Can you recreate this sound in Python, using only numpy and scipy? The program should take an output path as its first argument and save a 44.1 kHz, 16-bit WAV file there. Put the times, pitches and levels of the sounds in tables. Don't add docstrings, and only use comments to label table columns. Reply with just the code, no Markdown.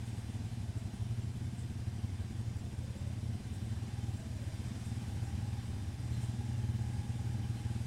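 import sys
import numpy as np
from scipy import signal
from scipy.fft import rfft, irfft
from scipy.io import wavfile
from scipy.ndimage import uniform_filter1d, map_coordinates

SR = 44100
rng = np.random.default_rng(int(sys.argv[2]) if len(sys.argv) > 2 else 0)


def to_wav(sig):
    pcm = np.clip(np.atleast_2d(sig), -1, 1) * 32767
    pcm = np.round(pcm).astype(np.int16)
    wavfile.write(sys.argv[1], SR, pcm.T)


def voltage_ratio(level):
    return 10 ** (np.asarray(level, float) / 20)


N = 346626

# t/s, first/firings per s, second/firings per s
SPEEDS = [(0.0, 19.43, 11.06), (0.12, 18.98, 10.93), (0.24, 18.52, 11.1), (0.36, 18.07, 11.46),
          (0.48, 17.5, 11.98), (0.6, 16.81, 12.58), (0.72, 16.32, 12.47), (0.84, 16.36, 11.78),
          (0.96, 16.63, 11.87), (1.08, 16.74, 11.94), (1.2, 16.78, 11.62), (1.32, 17.07, 11.32),
          (1.44, 17.48, 11.61), (1.56, 17.46, 11.82), (1.68, 17.22, 11.55), (1.8, 17.38, 11.84),
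          (1.92, 17.91, 12.25), (2.04, 18.58, 12.02), (2.16, 19.06, 11.51), (2.28, 19.22, 11.33),
          (2.4, 19.48, 11.32), (2.52, 19.54, 11.36), (2.64, 18.06, 12.32), (2.76, 13.42, 15.55),
          (2.88, 13.0, 17.8), (3.0, 13.44, 18.11), (3.12, 14.91, 18.18), (3.24, 16.51, 17.96),
          (3.36, 18.52, 16.96), (3.48, 18.04, 16.46), (3.6, 18.54, 16.29), (3.72, 19.09, 16.8),
          (3.84, 19.46, 18.23), (3.96, 19.67, 19.2), (4.08, 19.31, 19.01), (4.2, 15.99, 18.29),
          (4.32, 14.95, 18.17), (4.44, 13.65, 17.75), (4.56, 16.53, 15.35), (4.68, 17.81, 13.65),
          (4.8, 19.34, 14.33), (4.92, 19.62, 14.9), (5.04, 19.38, 14.38), (5.16, 19.29, 14.81),
          (5.28, 19.63, 16.16), (5.4, 19.93, 17.04), (5.52, 19.8, 16.87), (5.64, 19.56, 16.88),
          (5.76, 19.61, 17.0), (5.88, 19.94, 16.96), (6.0, 20.25, 16.87), (6.12, 19.8, 16.83),
          (6.24, 19.63, 17.1), (6.36, 19.7, 17.61), (6.48, 19.83, 17.62), (6.6, 19.96, 16.89),
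          (6.72, 19.99, 16.82), (6.84, 19.86, 17.28), (6.96, 19.69, 17.44), (7.08, 19.73, 17.72),
          (7.2, 19.9, 17.93), (7.32, 19.83, 17.52), (7.44, 19.62, 17.69), (7.56, 19.58, 18.49),
          (7.68, 19.66, 19.27), (7.86, 19.81, 20.04)]
# t/s, offset/firings per s
SECOND_OFFSET = [(3, 0), (3.12, 1.5), (3.24, 3.3), (3.36, 3), (3.48, .53), (3.6, 0)]
START_PHASE_CYCLES = [-.5295, -.0471]
# t/s, first/dB, second/dB
EXHAUST_LEVEL = [(0.0, -43, -46), (0.3, -41.5, -45.5), (0.6, -42, -41.5), (0.91, -43.5, -39),
                 (1.21, -42.5, -38.5), (1.51, -40.5, -46.2), (1.81, -42, -43), (2.12, -42, -42.7),
                 (2.42, -43.4, -41.5), (2.72, -46.5, -42), (3.02, -43.5, -41), (3.33, -39.5, -45.5),
                 (3.63, -41.5, -42), (3.93, -43.5, -43.5), (4.23, -43.5, -44), (4.53, -43.0, -41.5),
                 (4.84, -39.5, -51.5), (5.14, -42.5, -40), (5.44, -40.5, -43), (5.74, -43.5, -42.5),
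                 (6.05, -42.5, -40.5), (6.35, -40, -44), (6.65, -41.5, -42), (6.95, -40.8, -44),
                 (7.26, -40.7, -43.5), (7.56, -42, -44), (7.86, -42, -46)]
FIRING_SCATTER_DB = [1, 1.5]
PULSE_SHIFT_S = [-.0011, -.0103]
# f/Hz, level/dB
SILENCER = [
    [(25, -60), (45, -21), (70, 2), (95, -3), (135, -8.5), (180, -14), (240, -12), (320, -24), (450, -43),
     (700, -73)],
    [(25, -60), (45, -4), (70, -1), (95, -3), (135, -9), (180, -18.5), (240, -18), (320, -33.5), (450, -41),
     (700, -62)],
]
# delay/s, level re direct/dB
PIPE_RETURNS = [
    [(.0091, 1), (.0187, -6), (.026, -14)],
    [(.0103, 5), (.02, -8), (.027, -14)],
]
# f/Hz, width/Hz, level/dB
CHAMBER = [(119, 9, 1), (121, 14, -10)]
DIP_LEAN_RAD = [.4, -.2]
# f/Hz, level/dB per Hz
GAS_RUSH = [(30, -71), (70, -19), (150, -1), (220, -7.5), (350, -13.5), (600, -24), (2000, -46)]
# t/s, level/dB
WHINE_LEVEL = [(0, -75), (.4, -70), (.7, -67), (1, -68), (1.5, -71), (2.5, -73), (2.7, -68), (2.9, -62),
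               (3.05, -63), (3.2, -73), (3.6, -70), (3.85, -66), (4.05, -65), (4.18, -66), (4.3, -64),
               (4.45, -62), (4.6, -71), (4.9, -66), (5.2, -66), (5.45, -62.5), (5.75, -68), (6.1, -68),
               (6.45, -63.5), (6.8, -62), (7.86, -64.5)]
# multiple of firing rate, relative level/dB
GEAR_LINES = [(38.2, -12), (40.2, -3), (42.2, 0), (44.2, -11), (82.4, -10), (84.4, -9)]
# t/s, level/dB
CLATTER_LEVEL = [(0.0, -59), (0.17, -58), (0.55, -60), (3.24, -60), (4.95, -57.5), (6.0, -59), (6.22, -57),
                 (6.39, -58.5), (7.35, -58.5), (7.84, -57.5), (7.86, -57)]
# f/Hz, level/dB per Hz
CLATTER_SPECTRUM = [(240, 7.5), (400, -16.5), (624, -6.5), (809, -3.5), (943, -7), (1300, -11.5),
                    (1610, -10), (1850, -9), (3570, -12.5), (4360, -16.5), (4930, -15.5), (9230, -17),
                    (15500, -22.5)]
# f/Hz, width/Hz, level over the clatter/dB
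CASING_MODES = [(1577, 72, 4.5), (3080, 32, 7), (3567, 35, 7.5), (4074, 60.6, 7), (4870, 340, 4.5),
                (5590, 193, 4.5), (7670, 59, 3.5), (8280, 190, 2.5)]
# t/s, level/dB
HUM_LEVEL = [(0, -68), (.5, -73.5), (1.5, -75), (2.5, -72), (2.7, -94), (7.86, -90)]
# f/Hz, t60/s
TREE_DECAY = [(80, 0.66), (1000, 0.52), (8000, 0.91)]
# t/s, peak level/dB, pitch/Hz
SHAKES = [(0.0594, -52, 8900), (0.1594, -57, 9200), (0.7693, -50, 7670), (0.9398, -52.5, 9250),
          (1.42, -54.5, 8260), (1.5873, -49.5, 8650), (2.569, -52, 7750), (2.9706, -52, 7680),
          (3.5294, -49, 8700), (4.144, -52.5, 7550), (4.4194, -54, 8400), (4.7694, -54, 9000),
          (4.8439, -49, 9250), (5.2394, -54, 7660), (5.6494, -53, 9540), (6.13, -50, 7640),
          (6.2188, -45.5, 8940), (7.5368, -54, 8280)]
# f/Hz, relative level/dB, t60/s
LOOSE_MODES = [(5550, -9, .04), (6650, -9, .04), (7400, -5, .04), (7660, 0, .05), (8000, -4, .04),
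               (8330, -3, .04), (8900, -3, .04), (9350, -1, .05), (9700, -5, .04)]
# t/s, length/s, peak level/dB, starting pitch/Hz
SQUEAK_EVENTS = [(6.1, 0.081, -60, 4140), (6.509, .07, -61, 2800), (6.74, 0.081, -69, 3080),
                 (7.41, 0.073, -62, 3020), (7.542, .08, -65, 3080), (7.54, .09, -67, 4200)]
# f/Hz, level/dB
MICROPHONE_TREBLE = [(9500, 0), (10500, -4.5), (12500, -6), (13300, -12.5), (13900, -8), (14600, -23),
                     (15600, -10)]


def unit(x):
    return x / np.sqrt(np.mean(x ** 2) + 1e-20)


def along(points, hz):
    f, v = np.transpose(points)
    return np.interp(np.log(hz + 1), np.log(f + 1), v)


def curves(rows):
    s, *cols = np.transpose(rows)
    return np.array([np.interp(np.arange(N) / SR, s, c) for c in cols])


def wobble(knots_per_s):
    knots = rng.standard_normal(int(N * knots_per_s / SR) + 4)
    return map_coordinates(knots, [np.arange(N) * knots_per_s / SR])


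def noise(gain, patchy_db):
    hz, _, z = signal.stft(rng.standard_normal(N), SR, nperseg=2048)
    field = uniform_filter1d(rng.standard_normal(z.shape), size=12, axis=0)
    field = uniform_filter1d(field, size=3, axis=1)
    z = z * gain(hz)[:, None] * voltage_ratio(patchy_db * unit(field))
    return unit(signal.istft(z, nperseg=2048)[1][:N])


def peak(hz, centre_hz, width_hz, db):
    return 1 + (voltage_ratio(db) - 1) / (1 + (2 * (hz - centre_hz) / width_hz) ** 2)


def speeds():
    first, second = curves(SPEEDS)
    return np.array([first, second - curves(SECOND_OFFSET)[0]])


def cycles():
    return np.cumsum(speeds(), axis=1) / SR + np.array(START_PHASE_CYCLES)[:, None]


def pulse(spectrum, returns, chamber, lean_rad):
    size = 2 ** 14
    hz = np.fft.rfftfreq(size, 1 / SR)
    comb = 1 + sum(voltage_ratio(db) * np.exp(-2j * np.pi * hz * s) for s, db in returns)
    centre_hz, width_hz, db = chamber
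    damping = 1j * hz * width_hz
    ring = 1 + voltage_ratio(db) * damping / (centre_hz ** 2 - hz ** 2 + damping)
    dip = -voltage_ratio(along(spectrum, hz)) * np.exp(-1j * lean_rad)
    shape = np.roll(irfft(dip * comb * ring), size // 4)
    return shape / np.linalg.norm(shape)


def exhaust():
    working_firings_per_s = 17.5
    out, gate = np.zeros(N), np.zeros(N)
    engines = zip(cycles(), curves(EXHAUST_LEVEL), PULSE_SHIFT_S, FIRING_SCATTER_DB,
                  SILENCER, PIPE_RETURNS, CHAMBER, DIP_LEAN_RAD)
    for turn, db, shift_s, scatter_db, *pipe in engines:
        firings = np.flatnonzero(np.diff(np.floor(turn)))
        at = np.clip(firings + round(shift_s * SR), 0, N - 1)
        strength = voltage_ratio(db[at] + scatter_db * rng.standard_normal(len(at)))
        gate[at] += strength
        blows = np.zeros(N)
        blows[at] = strength * np.sqrt(SR / working_firings_per_s)
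        out = out + signal.fftconvolve(blows, pulse(*pipe))[2 ** 12:][:N]
    t = np.arange(SR // 10) / SR
    surge = np.exp(-t / .02) * (1 - np.exp(-t / .003))
    rush = signal.fftconvolve(gate, surge)[:N]
    puff = (rush + voltage_ratio(-43.5)) * noise(lambda hz: voltage_ratio(along(GAS_RUSH, hz)), patchy_db=-0.5)
    return out + voltage_ratio(-13.0) * puff


def whine():
    half_clear_db, clear_span_db = -66, 2.5
    steady = uniform_filter1d(speeds()[0], size=round(.12 * SR))
    turn = 2 * np.pi * np.cumsum(steady) / SR
    db, = curves(WHINE_LEVEL)
    clear = 1 / (1.1 + np.exp((half_clear_db - db) / clear_span_db))
    clear = clear * np.clip((steady - 15) / 4.5, .12, 1) ** 2
    slack = .5 * wobble(7)
    lines = sum(voltage_ratio(level + 1.1 * wobble(5)) * np.sin(k * turn + slack + .15 * wobble(12))
                for k, level in GEAR_LINES)
    blur = wobble(90) * np.sin(41.2 * turn) + wobble(90) * np.cos(41.2 * turn)
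    blur = blur * (1 + .7 * np.cos(2 * turn))
    return voltage_ratio(db) * (np.sqrt(clear) * unit(lines) + np.sqrt(1 - clear) * unit(blur))


def clatter():
    body_db, = curves(CLATTER_LEVEL)
    mean_db = body_db.mean()
    sizzle_db = mean_db + 1.2 * (body_db - mean_db)

    def colour(hz):
        casing = np.prod([peak(hz, *mode) for mode in CASING_MODES], axis=0)
        return voltage_ratio(along(CLATTER_SPECTRUM, hz)) * casing

    def high(hz):
        return 1 / (1 + (6500 / (hz + 1)) ** 8)

    first, second = np.cos(2 * np.pi * cycles())
    body = noise(lambda hz: colour(hz) * np.sqrt(1 - high(hz)), patchy_db=1.08)
    body = body * voltage_ratio(0.15 * second + 0.46 * first + 0.35 * wobble(3.77))
    sizzle = noise(lambda hz: colour(hz) * np.sqrt(high(hz)), patchy_db=-2.0)
    sizzle = sizzle * voltage_ratio(0.6 * second + 0.15 * wobble(7.6))
    return voltage_ratio(body_db + 6.0) * unit(body) + voltage_ratio(sizzle_db - 4.0) * unit(sizzle)


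def hum():
    hum_hz = 696
    level = voltage_ratio(curves(HUM_LEVEL)[0] + 2.6 * wobble(8.1))
    return level * np.sin(2 * np.pi * hum_hz * np.arange(N) / SR + 1.0 * wobble(13))


def trees(x):
    hz, t, z = signal.stft(rng.standard_normal(SR), SR, nperseg=256)
    decay = voltage_ratio(-60 * t / along(TREE_DECAY, hz)[:, None])
    tail = signal.istft(z * decay, SR, nperseg=256)[1]
    late = np.pad(x, (700, 0))
    return signal.fftconvolve(late, tail / np.linalg.norm(tail))[:N]


def rattles():
    faint_per_s, faint_db, faint_hz = 1.5, -59, (7400, 9400)
    low, high = (.02, faint_db - 2, faint_hz[0]), (N / SR, faint_db + 2, faint_hz[1])
    faint = rng.uniform(low, high, (round(faint_per_s * N / SR), 3))
    out, t = np.zeros(N + SR), np.arange(SR // 5) / SR
    for s, db, hz in [*SHAKES, *faint]:
        ring = np.zeros(len(t))
        for f, level, t60 in LOOSE_MODES:
            off_pitch_db = -9 * min(abs(np.log2(f / hz)) * 4, 1)
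            decay = voltage_ratio(level + off_pitch_db + rng.normal(0, 3) - 60 * t / t60)
            ring += decay * np.sin(2 * np.pi * f * rng.normal(1, .012) * t)
        edge = np.diff(rng.standard_normal(len(t) + 1))
        ring = ring + 1.9 * voltage_ratio(-60 * t / 0.0065) * edge
        chatter = rng.standard_normal(4000) * (rng.random(4000) < .15) * np.hanning(4000)
        shake = signal.fftconvolve(ring, chatter)[:len(t)]
        start = round(max(s - .03, 0) * SR)
        out[start:][:len(t)] += voltage_ratio(db) * shake / np.abs(shake).max()
    return out[:N]


def squeaks():
    out = np.zeros(N)
    for s, length_s, db, hz in SQUEAK_EVENTS:
        t = np.arange(round(length_s * SR)) / SR
        rough = 30 * uniform_filter1d(rng.standard_normal(len(t)), size=400)
        tone = np.sin(2 * np.pi * hz * t * (1 - .1 * t) + rough)
        out[round(s * SR):][:len(t)] += voltage_ratio(db) * np.hanning(len(t)) * tone
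    return out


def scene():
    pipes, metal = exhaust(), whine() + rattles() + squeaks()
    echo = trees(voltage_ratio(-14) * pipes + voltage_ratio(-9.5) * metal)
    return (pipes + metal + echo + hum() + clatter())[None]


def roll_off(x):
    return signal.sosfilt(signal.butter(12, 15680, fs=SR, output="sos"), x)


def record(dry):
    response = voltage_ratio(along(MICROPHONE_TREBLE, np.fft.rfftfreq(N, 1 / SR)))
    heard = irfft(rfft(dry) * response, N)
    return roll_off(heard)


dry = scene()
out = record(dry)
to_wav(out)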